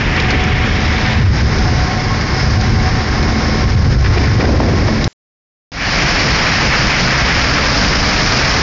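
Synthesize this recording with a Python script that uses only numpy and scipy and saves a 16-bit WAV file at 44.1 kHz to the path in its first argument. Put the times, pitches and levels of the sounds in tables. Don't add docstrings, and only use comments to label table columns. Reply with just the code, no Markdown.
import sys
import numpy as np
from scipy import signal
from scipy.fft import rfft, irfft, next_fast_len
from scipy.io import wavfile
from scipy.ndimage import uniform_filter1d, minimum_filter1d

SR = 44100
rng = np.random.default_rng(int(sys.argv[2]) if len(sys.argv) > 2 else 0)


def wav_record(signal):
    frames = np.transpose(np.atleast_2d(signal))
    bounded = np.clip(frames, -1, 1)
    quanta = np.round(bounded * 32767).astype(np.int16)
    wavfile.write(sys.argv[1], SR, quanta)


N = 380141
TIME = np.arange(N) / SR
BOW_END_S, SIDE_START_S = 5.078, 5.718


# (frequency [Hz], relative level [dB])
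BOW_WASH_SPECTRUM = [(150, -32.5), (400, -7.5), (800, 2), (1250, 1), (1750, 3.5), (2200, 1), (2600, -5),
                     (3300, -8), (4300, -6.5), (4800, -3), (5250, -0.5), (5800, -8), (6500, -14.5),
                     (7300, -27.5)]
# (time [s], level [dB])
BOW_WASH_LEVELS = [(.55, -27), (.9, -22.5), (1.15, -23.5), (1.27, -23), (1.38, -21.5), (2.2, -21.5),
                   (3.5, -21.5), (3.97, -18.5), (4.25, -20), (4.7, -22.5), (5.05, -22.5)]
def bow_wash():
    level_db, = curves(BOW_WASH_LEVELS)
    chips = shards(per_s=2500, spread_db=3, cycles=15)
    return undb(level_db) * slush(BOW_WASH_SPECTRUM, chips, water_db=13, churn_db=0.58, churn_hz=30)


# (frequency [Hz], relative level [dB])
SIDE_WASH_SPECTRUM = [(120, -26), (340, -5.5), (520, -5), (800, -7.5), (1200, -4.5), (1700, -4),
                      (2200, -5.5), (2700, -10), (3400, -15), (4400, -19), (6500, -34)]
FOAM_SPECTRUM = [(2500, -15), (3600, -12.5), (4300, -7), (4800, -4.5), (5200, -2.5), (5700, -8),
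                 (6300, -14.5), (6900, -20.5), (7300, -31)]
def side_wash():
    chips = shards(per_s=6000, spread_db=1.95, cycles=5.4)
    wash = slush(SIDE_WASH_SPECTRUM, chips, water_db=5.5, churn_db=0.9, churn_hz=12)
    bubbles = shards(per_s=7000, spread_db=1.8, cycles=3.6)
    foam = slush(FOAM_SPECTRUM, bubbles, water_db=6, churn_db=-0.15, churn_hz=9.5)
    spill = 1 + 0.36 * swell(start_s=8.05, length_s=0.36, attack_s=0.26, release_s=0.13)
    return spill * (undb(-15.5) * wash + undb(-18.5) * foam)


# (frequency [Hz], relative level [dB])
CRUSH_SPECTRUM = [(500, -14), (1000, -8.5), (1400, -8), (1750, -3), (2300, -3.5), (2650, -9), (3300, -15),
                  (4200, -23), (6000, -31)]
# (start [s], length [s], added level [dB])
LURCHES = [(0.145, 0.047, 4), (.275, 0.064, 2.5), (.385, .04, 1.5), (1.04, 0.15, 2.5)]
def grinding_floe(start_s=-0.02, length_s=1.3, ease_db_per_s=2.5, climb_hz_per_s=950):
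    slid_s = np.clip(TIME - start_s, 0, length_s)
    chips = shards(per_s=3000, spread_db=0.63, cycles=25)
    crushing = slush(CRUSH_SPECTRUM, chips, water_db=7, churn_db=-0.6, churn_hz=24)
    rasping = undb(-9.5) * rasp(2588 + climb_hz_per_s * slid_s, width_hz=870)
    lurch_db = sum(db * swell(s, length, attack_s=0.02, release_s=0.015) for s, length, db in LURCHES)
    contact = swell(start_s, length_s, attack_s=0.018, release_s=0.028)
    return undb(-19.5 + lurch_db - ease_db_per_s * slid_s) * contact * (crushing + rasping)


# (start [s], length [s], level [dB])
SQUEALS = [(5.95, .3, -27), (6.55, .17, -28), (7.0, 0.27, -28), (8.28, 0.12, -26)]
def rubbing_raft(start_s=5.19, length_s=2.03, level_db=-18):
    pressure = surges([(start_s, length_s, level_db)], steady_db=-27, attack_s=0.65, release_s=0.55)
    chips = shards(per_s=4000, spread_db=3.3, cycles=16)
    crushing = slush(CRUSH_SPECTRUM, chips, water_db=14.5, churn_db=-2.8, churn_hz=8)
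    rasping = undb(-7) * rasp(2350, width_hz=740)
    squeal_gain = surges(SQUEALS, steady_db=-33.5, attack_s=0.09, release_s=0.08)
    return pressure * (crushing + rasping) + squeal_gain * rasp(2243, width_hz=250)


# (frequency [Hz], relative level [dB])
CRUNCH_SPECTRUM = [(80, -29.5), (170, -2.5), (260, -2), (400, -6.5), (640, -13), (900, -20), (1600, -35.5)]
# (start [s], length [s], level [dB])
PRESSES = [(.12, 0.18, -24), (0.838, 0.15, -29.5), (3.155, 0.25, -23.5), (4.07, 0.16, -19.5),
           (4.352, 0.3, -14.5), (4.754, 0.079, -21.5)]
def crunching_floes():
    lumps = shards(per_s=700, spread_db=2.5, cycles=2.5, low_hz=131.4, high_hz=1040, pitches=10)
    pressure = surges(PRESSES, steady_db=-23, attack_s=0.047, release_s=0.22)
    return pressure * slush(CRUNCH_SPECTRUM, lumps, water_db=13.5, churn_db=0, churn_hz=30)


# (start [s], length [s], level [dB], pitch [Hz])
SCRAPES_AND_SPRAY = [(1.373, 0.05, -25, 1910), (2.33, 0.14, -28, 5130), (3.376, 0.13, -31.5, 5260),
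                     (4.04, .011, -14, 2010), (4.057, .009, -9, 1850), (4.14, 0.0073, -23, 1990),
                     (4.162, 0.022, -16.5, 2230), (4.23, 0.028, -20.5, 2030), (4.265, 0.065, -23, 1740),
                     (4.398, 0.02, -20.5, 2030), (4.448, .012, -19.5, 1640), (4.785, 0.036, -29, 2000),
                     (4.931, 0.062, -27.5, 1800), (5.006, 0.0093, -25, 2090)]
# (frequency [Hz], relative level [dB])
CRACKLE_SPECTRUM = [(550, 2), (1200, 2.5), (1900, -8), (3300, -2.5), (5200, -3.5), (6500, -16.5)]
def scrapes_and_spray(width_hz=900):
    ticks = shards(per_s=6000, spread_db=1.7, cycles=2.3, low_hz=808, high_hz=6000, pitches=14)
    crackle = undb(-3) * colour(ticks, CRACKLE_SPECTRUM)
    out = np.zeros(N)
    for start, length, db, hz in SCRAPES_AND_SPRAY:
        band = unit(ring(ring(ticks, hz, width_hz), hz, width_hz))
        out += undb(db) * swell(start, length, attack_s=0.0044, release_s=0.006) * unit(band + crackle)
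    return out


# (time [s], level [dB], ring [Hz], decay [s])
KNOCKS = [(4.16, -9, 360, .008), (4.396, -9, 480, .005), (4.427, -14, 480, .007), (4.441, -11, 620, .007),
          (4.49, -9, 480, .005), (4.535, -12, 540, .007), (4.557, -14, 497, .007), (4.63, -12, 600, .005),
          (4.685, -11, 480, .007), (4.822, -11, 420, .007), (4.882, -10, 560, .006),
          (4.601, -3, 680, .0045)]
# (time [s], level [dB], ring [Hz], decay [s])
SNAPS = [(.1646, -17, 3400, .004), (.199, -13.5, 4500, .006), (.223, -21, 5800, .0025),
         (.3053, -12, 4800, .003), (.313, -16, 3000, .004), (.438, -18, 6000, .002),
         (1.5843, -19, 5100, .003), (2.2099, -18, 4960, .003), (2.611, -15, 4400, .003),
         (3.2276, -17, 5000, .003), (7.8357, -14, 4940, .003), (8.3226, -11, 5120, .004),
         (5.0412, -3, 4400, .0028)]
def splinters(events, width_hz, lowpass_hz=6200):
    out, t = np.zeros(N), np.arange(SR // 5) / SR
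    for time_s, db, hz, decay_s in events:
        fade = np.exp(-t / decay_s)
        crack = ring(rng.standard_normal(len(t)) * fade, hz, width_hz)
        burst = undb(-3) * crack + ring(crack, hz, width_hz)
        start = int(time_s * SR)
        out[start:start + len(t)] += undb(db) * unit(burst) * np.sqrt(np.mean(fade ** 2))
    return signal.sosfilt(signal.butter(10, lowpass_hz, fs=SR, output="sos"), out)


# (frequency [Hz], relative level [dB])
WIND_SPECTRUM = [(10, -28), (22, -14.5), (40, -3.5), (58, 0), (78, 1.5), (115, 0.5), (140, -5.5),
                 (175, -10.5), (260, -17.5), (450, -23), (1000, -42)]
# (start [s], length [s], level [dB], eddy pitch [Hz])
GUSTS = [(0.422, 0.17, -15.5, 110), (0.683, .08, -14.5, 88), (1.152, 0.15, -4.5, 87.6),
         (1.387, 0.12, -12, 80), (1.545, 0.27, -13.5, 70), (2.33, 0.14, -20, 80.5),
         (2.457, 0.27, -13.5, 98), (2.724, .22, -16.5, 95), (3.134, 0.15, -16, 69), (3.594, 0.12, -7, 84),
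         (3.726, 0.24, -5, 80), (3.809, 0.096, -5, 138), (3.933, 0.044, -1.5, 68.6),
         (4.002, 0.12, -4.5, 72), (4.158, 0.042, -7.5, 78), (4.235, 0.14, -7.5, 70), (4.41, 0.29, -9, 85),
         (4.7, 0.031, -10, 89), (4.8, 0.076, -12, 85), (5.005, 0.071, -11.5, 95)]
def wind(breeze_db=-17.5, eddy_width_hz=48):
    air = colour(rng.standard_normal(N), WIND_SPECTRUM)
    stir = rng.standard_normal(N)
    out = undb(breeze_db) * colour(rng.standard_normal(N), WIND_SPECTRUM)
    for start, length, db, hz in GUSTS:
        eddies = unit(ring(ring(stir, hz, eddy_width_hz), hz, eddy_width_hz))
        gust = swell(start, length, attack_s=0.035, release_s=0.044)
        out += undb(db) * gust * unit(air + undb(-1) * eddies)
    return out


# (frequency [Hz], relative level [dB])
RUMBLE_SPECTRUM = [(12, -31), (22, 0.5), (42, -2.5), (60, -3.5), (88, -2.5), (135, -1.5), (190, -3.5),
                   (270, -6.5), (400, -15), (800, -14.5)]
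def hull_rumble():
    return undb(-15) * colour(rng.standard_normal(N), RUMBLE_SPECTRUM)


# (multiple of the shaft rate, bow level [dB], side level [dB])
HARMONICS = [(3, -29.5, -31), (4, -36, -25.5), (5, -35, -24.5), (6, -31.5, -26.5), (7, -25.5, -44.5),
             (12, -26, -33.5), (14, -35, -33.5), (15, -31, -30.5), (20, -29, -42.5)]
# (start [s], length [s], multiple of the shaft rate, level [dB])
BOOMS = [(0.55, 0.83, 20, -27), (2.354, 0.47, 20, -25), (2.98, 0.61, 20, -25), (4.599, 0.42, 20, -21),
         (6.301, 1.07, 12, -21), (6.95, .55, 6, -18.5), (7.747, 0.4, 6, -21), (8.3, 0.18, 6, -14)]
def diesel(at_bow, shaft_hz=10.92, throb_db=2.5, stray_cycles=0.047):
    turns = np.cumsum(shaft_hz * (1 + 0.00499 * walk(0.82))) / SR
    out = np.zeros(N)
    for multiple, bow_db, side_db in HARMONICS:
        booms = [(start, length, db) for start, length, k, db in BOOMS if k == multiple]
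        gain = surges(booms, steady_db=bow_db if at_bow else side_db, attack_s=0.31, release_s=0.052)
        cycles = multiple * turns + rng.random() + stray_cycles * walk(11)
        out += gain * unit(undb(throb_db * walk(12)) * np.sin(2 * np.pi * cycles))
    return out


# (time [s], low tone [dB], middle tone [dB], top tone [dB])
WHINE_LEVELS = [(0, -42.5, -45, -40), (.17, -32, -44, -36.5), (.45, -27.5, -44, -35.5),
                (.85, -35.5, -43, -34.5), (1.08, -29, -44, -36.5), (1.3, -38, -43, -43),
                (1.97, -26.5, -32.5, -35), (2.25, -33.5, -32.5, -33), (2.45, -30, -37, -38),
                (2.87, -27, -33.5, -39), (3.04, -35, -33, -44.5), (3.35, -32, -32, -33.5),
                (3.65, -30.5, -31, -35), (3.98, -32.5, -27, -52), (4.35, -35, -33, -43),
                (5, -35.5, -35.5, -41.5)]
def machinery(at_bow, low_hz=746, middle_hz=1075, top_hz=2176):
    if not at_bow:
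        return whine(top_hz, db=-36.5, waver_hz=8.15, flutter_db=3)
    low_db, middle_db, top_db = curves(WHINE_LEVELS)
    return (whine(low_hz, low_db, waver_hz=7, flutter_db=4)
            + whine(middle_hz, middle_db, waver_hz=10, flutter_db=3.5)
            + whine(top_hz, top_db, waver_hz=5, flutter_db=3))


def whine(hz, db, waver_hz, flutter_db):
    phase = 2 * np.pi * np.cumsum(hz + waver_hz * walk(16.43)) / SR
    return undb(db) * unit(undb(flutter_db * walk(22)) * np.sin(phase))


def shards(per_s, spread_db, cycles, low_hz=500, high_hz=7000, pitches=28):
    out = np.zeros(N)
    ticks_per_pitch = int(per_s * N / SR / pitches)
    for hz in np.geomspace(low_hz, high_hz, pitches):
        when, chance, sign = rng.random((4000, 3))[:ticks_per_pitch].T
        size = np.minimum(-np.log(1 - chance), 5)
        ticks = np.bincount((when * N).astype(int), undb(spread_db * size) * np.sign(sign - 0.5), N)
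        out += ring(ticks, hz, hz / cycles)
    return unit(out)


def slush(spectrum, chips, water_db, churn_db, churn_hz):
    rush = chips + undb(water_db) * rng.standard_normal(N)
    return colour(rush, spectrum) * undb(churn_db * walk(churn_hz))


def rasp(hz, width_hz):
    chatter = signal.lfilter(*signal.butter(1, width_hz / 2, fs=SR), walk(2500))
    phase = 2 * np.pi * np.cumsum(hz * np.ones(N)) / SR
    return unit(chatter * np.sin(phase))


def swell(start_s, length_s, attack_s, release_s):
    t = TIME - start_s
    return np.clip(t / attack_s, 0, 1) * np.exp(-np.maximum(t - length_s, 0) / release_s)


def surges(events, steady_db, attack_s, release_s):
    power = sum((undb(db) * swell(s, length, attack_s, release_s)) ** 2 for s, length, db in events)
    return np.sqrt(undb(steady_db) ** 2 + power)


def ring(x, hz, width_hz):
    return signal.lfilter(*signal.iirpeak(hz, hz / width_hz, fs=SR), x)


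def colour(x, spectrum):
    size = next_fast_len(N)
    octave = np.log2(np.arange(size // 2 + 1) * SR / size + 1)
    hz, db = np.transpose(spectrum)
    knots = np.log2(hz)
    outside = np.maximum(knots[0] - octave, 0) + np.maximum(octave - knots[-1], 0)
    gain = undb(np.interp(octave, knots, db) - 20 * outside)
    return unit(irfft(rfft(x, size) * gain, size)[:N])


def walk(rate_hz):
    size = next_fast_len(N)
    hz = np.arange(size // 2 + 1) * SR / size
    return unit(irfft(rfft(rng.standard_normal(size)) / (1 + (hz / rate_hz) ** 4), size)[:N])


def curves(table):
    times, *columns = np.transpose(table)
    return [np.interp(TIME, times, column) for column in columns]


def undb(db):
    return 10 ** (np.asarray(db) / 20)


def unit(x):
    return x / np.sqrt(np.mean(x ** 2))


def scene(hiss_s=0.052):
    bow = bow_wash() + crunching_floes() + machinery(at_bow=True)
    bow += scrapes_and_spray() + splinters(KNOCKS, width_hz=300)
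    bow += diesel(at_bow=True) + grinding_floe() + wind()
    side = side_wash() + rubbing_raft() + hull_rumble() + diesel(at_bow=False) + machinery(at_bow=False)
    hiss = undb(-45) * rng.standard_normal(N) * (TIME >= BOW_END_S) * (TIME < BOW_END_S + hiss_s)
    fade_in = np.clip(0.35 + (TIME - SIDE_START_S) / 0.43, 0, 1) ** 2 * (TIME > SIDE_START_S)
    snaps = splinters(SNAPS, width_hz=4200)
    return (bow * (TIME < BOW_END_S) + hiss + side * fade_in + snaps)[None]


def record(dry, threshold_db=-11, listen_s=0.062, ratio=2.65, ceiling_db=-4, hold_s=0.006, top_hz=7250):
    rms = np.sqrt(np.abs(uniform_filter1d(dry ** 2, int(listen_s * SR))) + 1e-12)
    levelled = dry * np.minimum(1, undb(threshold_db) / rms) ** (1 - 1 / ratio)
    span = int(hold_s * SR)
    headroom = np.minimum(1, undb(ceiling_db) / (np.abs(levelled) + 1e-9))
    limited = levelled * uniform_filter1d(minimum_filter1d(headroom, span), span)
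    return signal.sosfilt(signal.ellip(10, 0.2, 80, top_hz, fs=SR, output="sos"), limited)


dry = scene()
out = record(dry)
wav_record(out)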